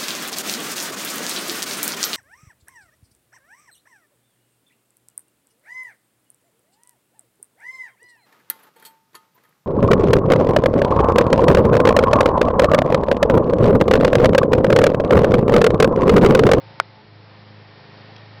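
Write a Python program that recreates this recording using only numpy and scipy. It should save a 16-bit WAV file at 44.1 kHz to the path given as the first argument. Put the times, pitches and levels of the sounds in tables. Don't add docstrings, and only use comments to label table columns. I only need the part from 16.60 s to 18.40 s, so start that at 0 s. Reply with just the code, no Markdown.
import sys
import numpy as np
from scipy import signal
from scipy.fft import rfft, irfft, next_fast_len
from scipy.io import wavfile
from scipy.ndimage import map_coordinates

SR = 44100
rng = np.random.default_rng(int(sys.argv[2]) if len(sys.argv) > 2 else 0)


def transcribe(u):
    v = np.clip(np.atleast_2d(u).T, -1, 1)
    q = np.round(v * 32767).astype(np.int16)
    wavfile.write(sys.argv[1], SR, q)


N = 79380


def amp(db):
    return 10 ** (np.asarray(db) / 20)


def unit(x):
    return x / np.sqrt(np.mean(x ** 2) + 1e-20)


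def curves(rows):
    times, *columns = np.transpose(rows)
    return [np.interp(np.arange(N) / SR, times, column) for column in columns]


def since(onset):
    return np.maximum(np.arange(N) / SR - onset, 0)


def wobble(rate):
    return map_coordinates(rng.standard_normal(64), [np.arange(N) * rate / SR], mode="mirror")


def filtered(x, response):
    size = next_fast_len(N + SR // 2)
    return irfft(rfft(x, size) * response(np.fft.rfftfreq(size, 1 / SR)), size)[:N]


def noise(spectrum):
    points_hz, db = np.transpose(spectrum)
    colour = lambda hz: amp(np.interp(np.log(hz + 1), np.log(points_hz), db))
    return unit(filtered(rng.standard_normal(N), colour))


def decay(t, t60):
    return np.exp(-np.log(1000) * t / t60)


# (frequency [Hz], relative density [dB])
HISS_SPECTRUM = [(200, -6.5), (300, -1.5), (450, -3), (850, -2.5), (1200, -6.5), (1650, -8), (1830, -7.5),
                 (2000, -7.5), (2330, -8), (2550, -11), (3500, -12), (4100, -11), (5300, -14.5),
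                 (6300, -10)]
RUMBLE_SPECTRUM = [(20, -8), (60, 0), (120, 9), (200, 4), (350, -16), (900, -59.5)]
# (time [s], level [dB])
HISS_ENVELOPE = [(0, -48.5), (.15, -48.5), (.28, -51), (.5, -51), (.68, -49.5), (1.0, -48.6), (1.2, -48),
                 (1.45, -49), (1.65, -48), (1.8, -48.5)]

def woods(low_hz=200, edge_hz=5410, flutter_db=1.0, flutter_rate=5.4, rumble_db=-60):
    level_db, = curves(HISS_ENVELOPE)
    high_pass = lambda hz: hz ** 2 / np.sqrt(hz ** 4 + low_hz ** 4)
    band = lambda hz: high_pass(hz) / np.sqrt(1 + (hz / edge_hz) ** 64)
    hiss = unit(filtered(noise(HISS_SPECTRUM), band))
    hiss *= amp(level_db + flutter_db * wobble(flutter_rate))
    return hiss + amp(rumble_db) * noise(RUMBLE_SPECTRUM)


# (time [s], firing rate [Hz], level [dB])
FIRING_TONE = [(0, 107.9, -54), (.07, 109.3, -42.5), (.15, 107.1, -57.5), (.24, 106.3, -49.5),
               (.33, 106.5, -50.5), (.41, 104.5, -58), (.55, 104.4, -46.5), (.74, 104.6, -50.5),
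               (.98, 104.4, -46.5), (1.12, 103.9, -50.5), (1.26, 103, -59), (1.35, 103.5, -49.5),
               (1.6, 106.9, -47), (1.8, 106.2, -45.5)]
# (time [s], second harmonic level [dB], uneven lines' level [dB])
DRONE_SWELLS = [(0, -88, -57), (.12, -59.5, -50), (.32, -62, -60), (.44, -55.5, -57.5), (.57, -70, -57),
                (.75, -58, -56), (.92, -53, -55.5), (1.11, -64.5, -55.5), (1.26, -57.5, -51.5),
                (1.42, -54.5, -54), (1.6, -60.5, -56), (1.8, -64, -55)]
# (multiple of the firing rate, level [dB])
FIRING_HARMONICS = [(3, -65), (4, -62), (5, -64)]
# (multiple of the cycle rate, relative level [dB])
UNEVEN_LINES = [(5, -2), (6, -3.5), (7, -9.5)]

def engine(cylinders=4, waver_db=4.0, waver_rate=5, high_drift=0.47, low_drift=0.45):
    firing_hz, level_db = curves(FIRING_TONE)
    octave_db, uneven_db = curves(DRONE_SWELLS)
    phase = 2 * np.pi * np.cumsum(firing_hz) / SR
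    partial = lambda k, drift: np.cos(k * phase + drift * (k - 1) * wobble(waver_rate))
    upper = sum(amp(db + waver_db * wobble(waver_rate)) * partial(k, high_drift)
                for k, db in FIRING_HARMONICS)
    uneven = amp(uneven_db) * sum(amp(db) * partial(k / cylinders, low_drift) for k, db in UNEVEN_LINES)
    octave = amp(octave_db) * partial(2, low_drift)
    return np.sqrt(2) * (amp(level_db) * np.cos(phase) + octave + upper + uneven)


def thin_tone(pitch_hz, level_db, waver_hz=11, waver_db=3, waver_rate=34):
    phase = 2 * np.pi * np.cumsum(pitch_hz + waver_hz * wobble(waver_rate)) / SR
    return np.sqrt(2) * amp(level_db + waver_db * wobble(waver_rate)) * np.sin(phase)


# (time [s], frequency [Hz], level [dB])
WHINE_GLIDE = [(0, 912, -60), (.15, 892, -55.5), (.3, 882, -63), (.4, 858, -57), (.47, 850, -69)]
# (time [s], level [dB])
PAIR_HZ = [1815, 1887]
PAIR_ENVELOPE = [(0, -75), (.7, -70), (.95, -66), (1.3, -66.5), (1.8, -61.5)]

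def whine():
    pair_db, = curves(PAIR_ENVELOPE)
    return thin_tone(*curves(WHINE_GLIDE)) + sum(thin_tone(hz, pair_db) for hz in PAIR_HZ)


PECK_S, PECK_DB = .200075, 1.0
# (frequency [Hz], relative level [dB], T60 [s])
TRUNK_MODES = [(400, -30, 0.074), (585, -25, 0.034), (716, 1, 0.0067), (957, 11.5, 0.0044),
               (1238, 15.5, 0.0046), (1404, -14, 0.024), (1778, -13.5, 0.013), (2148, 0, 0.0077),
               (3390, -11, 0.0048), (3650, -7, 0.00471), (4270, 3.5, 0.0033), (4780, 4.5, 0.0026)]

def peck(contact_s=0.0013, radiate_hz=531):
    t = since(PECK_S)
    ring = sum(amp(db) * decay(t, t60) * np.sin(2 * np.pi * hz * t) for hz, db, t60 in TRUNK_MODES)
    dent = -amp(PECK_DB) * (1 - np.exp(-t / contact_s))
    radiation = signal.butter(2, radiate_hz, "high", fs=SR)
    return signal.lfilter(*radiation, dent * ring)


# (delay [s], gain [dB])
REFLECTION = [(.00445, -25)]
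# (frequency [Hz], relative density [dB])
SCATTER_SPECTRUM = [(260, -27.5), (360, -0.5), (550, -4.5), (950, -12.5), (1200, -11.5), (1380, -2.5),
                    (1650, -2), (1950, -9), (2500, -18.5), (4000, -34), (5500, -32), (7000, -80.5)]

def trees(knock, dull_hz=2500, scatter_db=-23, rise_s=0.00291, t60=0.035):
    delay = lambda hz: sum(amp(db) * np.exp(-2j * np.pi * hz * s) for s, db in REFLECTION)
    early = filtered(knock, lambda hz: delay(hz) / (1 + 1j * hz / dull_hz) ** 2)
    t = since(PECK_S)
    envelope = amp(PECK_DB + scatter_db) * (1 - np.exp(-t / rise_s)) * decay(t, t60)
    return early + envelope * noise(SCATTER_SPECTRUM)


# (time [s], gain [dB], T60 [s])
CLAW_STROKES = [(1.5626, -28, .013), (1.5810, -37, 0.017)]
# (frequency [Hz], relative density [dB])
CLAW_SPECTRUM = [(500, -13), (1200, 2), (2200, -1), (3200, -2), (4200, 0), (5400, 2), (5900, -7),
                 (6400, -73)]
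# (frequency [Hz], relative level [dB], T60 [s])
FLAKE_MODES = [(3322, -4.5, 0.019), (5260, -0.5, 0.0098)]

def claws(rise_s=.0014):
    envelope = lambda t, t60: (1 - np.exp(-t / rise_s)) ** 2 * decay(t, t60)
    flake = lambda t: sum(amp(db) * envelope(t, t60) * np.sin(2 * np.pi * hz * t)
                          for hz, db, t60 in FLAKE_MODES)
    grit = noise(CLAW_SPECTRUM)
    return sum(amp(db) * (grit * envelope(since(onset), t60) + flake(since(onset)))
               for onset, db, t60 in CLAW_STROKES)


def scene():
    knock = peck()
    return (knock + trees(knock) + claws() + engine() + whine() + woods())[None]


def record(dry, ceiling=0.7, hardness=5.1, top_hz=16500):
    clipped = dry[0] / (1 + np.abs(dry[0] / ceiling) ** hardness) ** (1 / hardness)
    return filtered(clipped, lambda hz: 1 / np.sqrt(1 + (hz / top_hz) ** 160))[None]


dry = scene()
out = record(dry)
transcribe(out)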